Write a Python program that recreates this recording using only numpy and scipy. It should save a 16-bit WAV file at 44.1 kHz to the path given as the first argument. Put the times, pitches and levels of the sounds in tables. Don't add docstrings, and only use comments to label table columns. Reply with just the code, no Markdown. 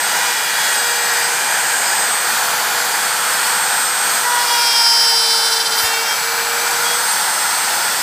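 import sys
import numpy as np
from scipy import signal
from scipy.fft import rfft, irfft
from scipy.io import wavfile
from scipy.ndimage import uniform_filter1d

SR = 44100
rng = np.random.default_rng(int(sys.argv[2]) if len(sys.argv) > 2 else 0)


def materialize(psi):
    bounded = np.clip(np.atleast_2d(psi).T, -1, 1)
    quanta = np.round(bounded * 32767).astype(np.int16)
    wavfile.write(sys.argv[1], SR, quanta)


def decibels_to_gain(level_db):
    exponent = np.asarray(level_db, float) / 20
    return 10 ** exponent


N = 353682
TIME = np.arange(N) / SR
TOP_HZ = 15290


def walk(rate):
    k = int(SR / rate)
    held = np.repeat(rng.standard_normal(N // k + 1), k)
    return 1.48 * uniform_filter1d(uniform_filter1d(held, k), k)[:N]


def line(turns, db, flicker_db, waver):
    phase = 2 * np.pi * (turns + rng.random()) + waver * walk(60)
    return np.sqrt(2) * decibels_to_gain(db + flicker_db * walk(45)) * np.sin(phase)


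def curve(table):
    return np.interp(TIME, *np.transpose(table))


def dips_db(events):
    return -sum(depth_db * np.exp(-.5 * ((TIME - s) / width) ** 2) for s, depth_db, width in events)


def spells_db(rows, rest_db, fade_db_s):
    t = TIME[::64]
    held = []
    for start, end, start_db, end_db in rows:
        outside = np.maximum(np.maximum(start - t, t - end), 0)
        held.append(np.interp(t, (start, end), (start_db, end_db)) - fade_db_s * outside)
    return np.interp(TIME, t, np.maximum(np.max(held, axis=0), rest_db))


def growth_db(bite, full, release, bite_db, full_db, release_db):
    rows = [(bite, full, bite_db, full_db), (full, release, full_db, release_db)]
    return spells_db(rows, -60, 115)


def rotor_sag(load_hz):
    inertia_s, start_sag_hz = .95, 3.39
    keep = np.exp(-1 / (inertia_s * SR))
    return signal.lfilter([1 - keep], [1, -keep], load_hz, zi=[start_sag_hz])[0]


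def air(turns, sag_hz, load_hz):
    stance_s = (2.07, 4.45, 6.1)
    edges_hz = (2200, 6500, 9000)
    # (frequency [Hz], density [dB per Hz])
    colour = [(15, -72), (25, -47), (183, -16.5), (289, -21.5), (482, -11), (582, -12), (848, -1),
              (1020, -3.5), (1660, -1.5), (2770, -14.5), (8130, -13.5), (13900, -18), (15500, -21)]
    # (frequency [Hz], width [Hz], level in each of the four stances [dB] x 4)
    vents = [(187, 26, -1, 8, 3, 4), (870, 160, 2.5, 3, 3, 2.5), (1168, 173, -6.5, -2, -4.5, -5.5),
             (1396, 280, 1.5, 3, 5, 4.5), (1670, 250, 2.5, 1, -1, -1), (3030, 27, 7.5, 6.5, 0, 1),
             (3330, 380, 2, 4, 2, 1.5), (4070, 120, -1.5, -3.5, -1, 0.5), (4390, 430, 1.5, 5, 5.5, 4.5),
             (4840, 440, 3.5, 2.5, 5.5, 3.5), (5520, 380, -4.5, -2.5, 2.5, -2), (6230, 400, 3, 1.5, 5, 3),
             (6700, 250, 0.5, -2, -3, -6), (7260, 500, 1.5, 2, 1, 0), (8710, 200, -10, -4.5, -1, -4),
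             (9800, 720, 0.5, 1.5, 2.5, 0), (12000, 900, 0, -2, -4, -2), (13600, 800, 3, 3, 2, 2),
             (14800, 1200, 2, 1, 3, 3.5)]
    # (level of roar, rush, hiss and top hiss [dB] x 4)
    air_db = [
        (-18.5, -22.5, -25, -26),
        (-19.5, -23, -26, -25),
        (-19.5, -22, -25.5, -24.5),
        (-19.5, -22, -25.5, -24.5),
    ]
    # (change with sag [dB per 10
    # Hz], change with load [dB per 10 Hz])
    losses = [
        (-0.67, -.5),
        (-0.67, -0.09),
        (-1.07, -0.03),
        (-0.73, 0.05),
    ]
    # (time [s], width [s], band [index], level [dB])
    swells = [(1.0, .2, 1, 0.3), (1.0, .2, 2, 0), (1.0, .2, 3, 1), (1.8, 0.092, 2, 2.5), (4.5, .15, 0, 1.5),
              (4.55, .15, 1, 1), (5.7, 0.2, 0, 1.5), (5.86, .014, 1.5, 3), (5.86, .014, 2, 3),
              (5.86, .014, 3, 4)]

    hz, s, cells = signal.stft(rng.standard_normal(N), SR, nperseg=1024)
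    hz = hz[:, None] + 1
    shift_s = np.repeat(stance_s, 2) + np.tile([-.06, .06], 3)
    stance = np.interp(s, shift_s, [0, 1, 1, 2, 2, 3])
    colour_hz, colour_db = np.transpose(colour)
    db = np.interp(np.log(hz), np.log(colour_hz), colour_db)
    for f, width, *lift_db in vents:
        db = db + np.interp(stance, range(4), lift_db) / (1 + (2 * (hz - f) / width) ** 2)

    sag, load = np.interp(s, TIME, sag_hz) / 10, np.interp(s, TIME, load_hz) / 10
    levels_db = [np.interp(stance, range(4), held_db) + sag_db * sag + load_db * load
                 for held_db, (sag_db, load_db) in zip(np.transpose(air_db), losses)]
    for at, width, k, puff_db in swells:
        levels_db[round(k)] += puff_db * np.exp(-.5 * ((s - at) / width) ** 2)
    band = np.searchsorted(edges_hz, hz[:, 0])
    for k, level_db in enumerate(levels_db):
        power = np.sum(decibels_to_gain(2 * db[band == k]), axis=0) / len(hz)
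        db[band == k] += level_db - 10 * np.log10(power)

    patches = uniform_filter1d(rng.standard_normal(db.shape), size=7, axis=0)
    patches = uniform_filter1d(patches, size=25, axis=1)
    db = uniform_filter1d(db, size=3, axis=0) + .8 * patches / np.std(patches)
    flow = signal.istft(cells * decibels_to_gain(db), SR, nperseg=1024)[1][:N]
    return flow * decibels_to_gain(.4 * walk(12)) * (1 + .08 * np.sin(2 * np.pi * turns))


def motor(turns):
    orders = (1, 5, 11, 17)
    # (start [s], end [s], level at start [dB], level at end [dB])
    unbalance = [(0, 2.0, -45, -45), (.8, 1.32, -39, -36), (2.0, 2.9, -41, -40), (2.9, 4.76, -44, -40),
                 (5.04, 6.01, -36, -35), (6.26, 7.03, -35, -36)]
    buzz = [(.24, .52, -30.5, -32.5), (.87, 1.5, -32.5, -33), (1.5, 4.3, -38.5, -39),
            (4.48, 4.798, -32, -31), (5.92, 6.9, -30, -39)]
    slots = [(0.152, .38, -39, -34), (.62, 1.3, -37, -36), (1.86, 1.95, -35, -36), (3.3, 3.902, -41, -39),
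             (4.3, 4.55, -37, -35), (5.85, 6.16, -35, -31), (6.85, 6.93, -35, -33), (7.2, 7.5, -38, -35),
             (7.7, 8.02, -41, -35)]
    # unbalance, buzz, slots between spells (level [dB])
    resting_db = (-52, -49, -46)
    # (time [s], level [dB])
    fan = [(0, -26), (.3, -31), (.5, -32), (.75, -24.5), (1.1, -26.5), (1.65, -26.5), (1.9, -23.5),
           (2.15, -23.5), (2.45, -34), (2.65, -41), (3.0, -28), (3.9, -23), (4.35, -27), (5.3, -32.5),
           (6.15, -34.5), (6.65, -31), (7.0, -24), (8.02, -28)]

    fade_db_s = 110
    levels_db = [spells_db(rows, db, fade_db_s) for rows, db in zip((unbalance, buzz, slots), resting_db)]
    levels_db.append(curve(fan))
    return sum(line(k * turns, db + 1.2, .9, .06) for k, db in zip(orders, levels_db))


def cut(turns, shaft_hz):
    # (shaft multiple, part [0 strike 1 board 2 clamp 3 template 4 collet 5 fence], level [dB],
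    #  favouring resonance [Hz])
    orders = [(2, 0, 0, 950), (3, 0, -6, 1470), (4, 1, 1, 1900), (6, 5, -2, 2830), (7, 2, 1, 3290),
              (8, 5, -4, 3750), (9, 3, -3, 4150), (10, 3, 2, 4770), (12, 4, 0, 5520)]
    # (start [s], end [s], level at start [dB], level at end [dB])
    strike = [(0, .5, -34, -35), (.85, 1.15, -37, -36.5), (4.27, 4.93, -20.5, -24.5), (4.92, 5.5, -27, -35),
              (5.5, 6.07, -30.5, -35), (6.6, 7.15, -33.5, -34.5)]
    board = [(0, .4, -35.5, -29.5), (.4, 1.28, -32.5, -29), (1.5, 2.3, -38, -40), (2.6, 3.5, -40, -40),
             (4.25, 4.55, -28, -34), (4.8, 5.15, -39, -40), (5.85, 5.93, -32, -30), (7.95, 8.02, -33, -33)]
    clamp = [(0, .55, -39, -32), (.55, 1.15, -31.5, -41), (4.3, 4.55, -37, -28), (4.6, 5.8, -41, -39),
             (5.86, 6.0, -32, -31), (6.06, 6.14, -30, -28), (6.855, 6.932, -28.5, -29)]
    template = [(.05, .7, -39, -36), (.75, 1.28, -34.5, -35.5), (1.86, 1.98, -33, -36),
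                (4.4, 4.74, -35, -40), (5.4, 5.85, -41, -38), (5.87, 6.02, -34, -38),
                (6.855, 6.935, -36, -37), (7.95, 8.02, -44, -37)]
    collet = [(.17, .33, -31, -31), (4.3, 4.62, -29, -28), (5.45, 5.85, -40, -32), (5.868, 5.95, -32, -35),
              (6.02, 6.13, -27, -30), (6.855, 6.935, -36, -36)]
    fence = [(.05, 1.15, -34, -37), (4.3, 4.6, -36, -31), (4.598, 5.8, -39, -38.5), (5.85, 6.08, -28, -29)]
    # (time [s], depth [dB], width [s])
    ease = [
        (4.46, 6, .025),
        (4.71, 4.5, .03),
        (6.03, 5, .03),
    ]

    clear_db = (-43, -53, -50, -52, -52, -42)
    fade_db_s = 400
    parts = zip((strike, board, clamp, template, collet, fence), clear_db)
    levels_db = np.array([spells_db(rows, db, fade_db_s) for rows, db in parts]) + dips_db(ease) + 1.5
    sound = np.zeros(N)
    for k, part, db, resonance_hz in orders:
        detune_db = -6.5 * np.minimum(((k * shaft_hz - resonance_hz) / 230) ** 2, 1)
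        sound += line(k * turns, levels_db[part] + db + detune_db, 1.3, .1)
    return sound


def tearing(low_hz, high_hz):
    band = signal.butter(2, (low_hz, high_hz), "band", fs=SR, output="sos")
    rip = signal.sosfilt(band, rng.standard_normal(N))
    return rip / np.std(rip)


def chatter(turns):
    # (time [s], frequency [Hz])
    bending = [(4.6, 3137), (4.7, 3126), (4.9, 3119), (5.2, 3093), (5.42, 3083.5), (5.57, 3091),
               (5.73, 3108.5), (5.8, 3108), (5.88, 3092)]
    # (bites [s], full [s], lets go [s], level at bite [dB], full level [dB], level at letting go [dB])
    growth = [
        (4.62, 4.9, 5.8, -35, -25.5, -29.5),
        (4.64, 5.3, 5.8, -26.5, -22.5, -27.5),
        (4.657, 4.88, 5.83, -19, -12.5, -25),
    ]
    # (shaft multiple, group [0 mode 1 lower 2 upper], level [dB])
    sidebands = [(-2, 0, -12), (0, 0, 0), (1, 1, -6), (2, 1, -3), (3, 1, -3), (4, 2, -2), (5, 2, -4),
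                 (6, 0, -3)]
    # (shaft multiple, level [dB])
    lift_off = [(4, -7), (5, -10), (6, -4), (7, -5), (8, -8), (9, -14)]
    # (time [s], depth [dB], width [s])
    stutter = [(4.74, 5, .006), (4.83, 4, .006), (5.475, 4, .008), (5.505, 7, .011), (5.55, 7, .009),
               (5.59, 8, .007), (5.638, 16, .01), (5.697, 20, .011), (5.75, 5, .008), (5.768, 9, .006),
               (5.82, 6, .009)]
    # (low [Hz], high [Hz], level relative to upper sidebands [dB])
    tear = (4300, 6100, -13)
    # (time [s], frequency [Hz])
    entry_mode = [(4.45, 3281), (4.55, 3275), (4.72, 3258), (4.98, 3219), (5.06, 3200)]
    entry_growth = [
        (4.5, 4.76, 4.98, -33, -24, -38),
        (4.45, 4.59, 4.9, -30, -25.5, -42),
    ]
    # (shaft multiple, group [0 mode 1 upper], level [dB])
    entry_sidebands = [(-1, 0, -6), (0, 0, 0), (1, 0, -7), (3, 1, -3), (4, 1, 0)]

    levels_db = [growth_db(*row) for row in growth]
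    swings = np.cumsum(curve(bending)) / SR + .015 * walk(40)
    shallow = np.clip((5.3 - TIME) / .3, 0, 1)
    slack = np.clip((TIME - 5.6) / .12, 0, 1)
    grip_db = dips_db(stutter) + .5 * walk(50) + 3 * (TIME > 5.46)
    once = np.zeros(N)
    for k, group, db in sidebands:
        lean_db = (group == 1) * shallow * (4 * k - 10) - 7 * (k == 5) * slack
        once += line(swings + k * turns, levels_db[group] + db + lean_db, .9, .08)
    twice = sum(line(2 * swings + k * turns, levels_db[1] + db, 1.3, .12) for k, db in lift_off)
    low_hz, high_hz, tear_db = tear
    torn = decibels_to_gain(levels_db[2] + tear_db) * tearing(low_hz, high_hz)

    entry_swings = np.cumsum(curve(entry_mode)) / SR
    entry_db = [growth_db(*row) for row in entry_growth]
    entry = sum(line(entry_swings + k * turns, entry_db[group] + db, 1.5, 0.16)
                for k, group, db in entry_sidebands)
    return decibels_to_gain(grip_db) * (once + torn + decibels_to_gain(-3.5) * twice) + entry


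def break_out(turns):
    # (shaft multiple, level [dB])
    squeal_lines = [(20, -36), (24, -29), (25, -38), (26, -28), (28, -36), (30, -36), (32, -30)]
    # (start [s], end [s])
    squeal_s = (5.745, 5.865)
    # (time [s], frequency [Hz], peak level [dB], decay time t60 [s])
    knock = (5.836, 85, -25.5, .06)

    start, end = squeal_s
    swell = np.clip(np.minimum(TIME - start, 2 * (end - TIME)) / .05, 0, 1)
    squeal = swell * sum(line(k * turns, db, 3, .25) for k, db in squeal_lines)
    s, hz, peak_db, t60 = knock
    age = np.clip(TIME - s, 0, None)
    return squeal + decibels_to_gain(peak_db) * np.sin(2 * np.pi * hz * age) * 1000. ** (-age / t60)


def scene():
    # (time [s], sag [Hz])
    load_course = [(0, 5.7), (.4, 19.1), (.93, 21.8), (1.08, 6.8), (1.25, 0), (4.15, 0), (4.29, 28.2),
                   (4.62, 43.6), (5.05, 49.7), (5.42, 42.8), (5.69, 30.5), (5.86, 32.9), (6.08, 0),
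                   (7.8, 0), (8.02, 4.5)]
    free_hz = 487.76
    load_hz = curve(load_course)
    sag_hz = rotor_sag(load_hz)
    shaft_hz = free_hz - sag_hz
    turns = np.cumsum(shaft_hz) / SR
    sound = air(turns, sag_hz, load_hz) + motor(turns) + cut(turns, shaft_hz)
    sound = sound + chatter(turns) + break_out(turns)
    return np.array([sound, sound])


def drop_weak_cells(x):
    mask_db, mask_top_db, from_hz = -5.6, 2.1, 4300
    frame = dict(fs=SR, window="cosine", nperseg=2048)
    hz, _, cells = signal.stft(x, **frame)
    hz = hz[:, None]
    power = uniform_filter1d(np.abs(cells) ** 2, size=2, axis=1)
    narrow_db = 10 * np.log10(uniform_filter1d(power, size=6, axis=0) + 1e-18)
    threshold_db = uniform_filter1d(narrow_db, size=61, axis=0) + mask_db + mask_top_db * (hz / TOP_HZ) ** 2
    return signal.istft(cells * ((narrow_db > threshold_db) | (hz < from_hz)), **frame)[1][:N]


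def treble_flecks():
    count, band_hz, level_db = 42, 1400, -31.
    out, hz = np.zeros(N + 2048), np.fft.rfftfreq(2048, 1 / SR)
    window = np.sin(np.pi * np.arange(2048) / 2048)
    for at, pitch in rng.random((count, 2)):
        low_hz = 4200 + 8800 * pitch ** 1.3
        inside = (hz > low_hz) * (hz < low_hz + band_hz)
        burst = irfft(rfft(rng.standard_normal(2048)) * inside)
        start = int(at * N / 1024) * 1024 + 88
        out[start:start + 2048] += burst / np.std(burst) * window * decibels_to_gain(level_db - 5 * pitch)
    return out[:N]


def band_limit(x):
    return signal.sosfilt(signal.butter(12, 15790, fs=SR, output="sos"), x)


def record(dry):
    thin = signal.sosfilt(signal.butter(3, 50, "high", fs=SR, output="sos"), dry[0])
    audible = drop_weak_cells(np.tanh(thin))
    dull = signal.sosfilt(signal.ellip(12, .3, 60, TOP_HZ, fs=SR, output="sos"), audible)
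    mix = dull + np.outer([1, -1], treble_flecks())
    return band_limit(mix)


dry = scene()
out = record(dry)
materialize(out)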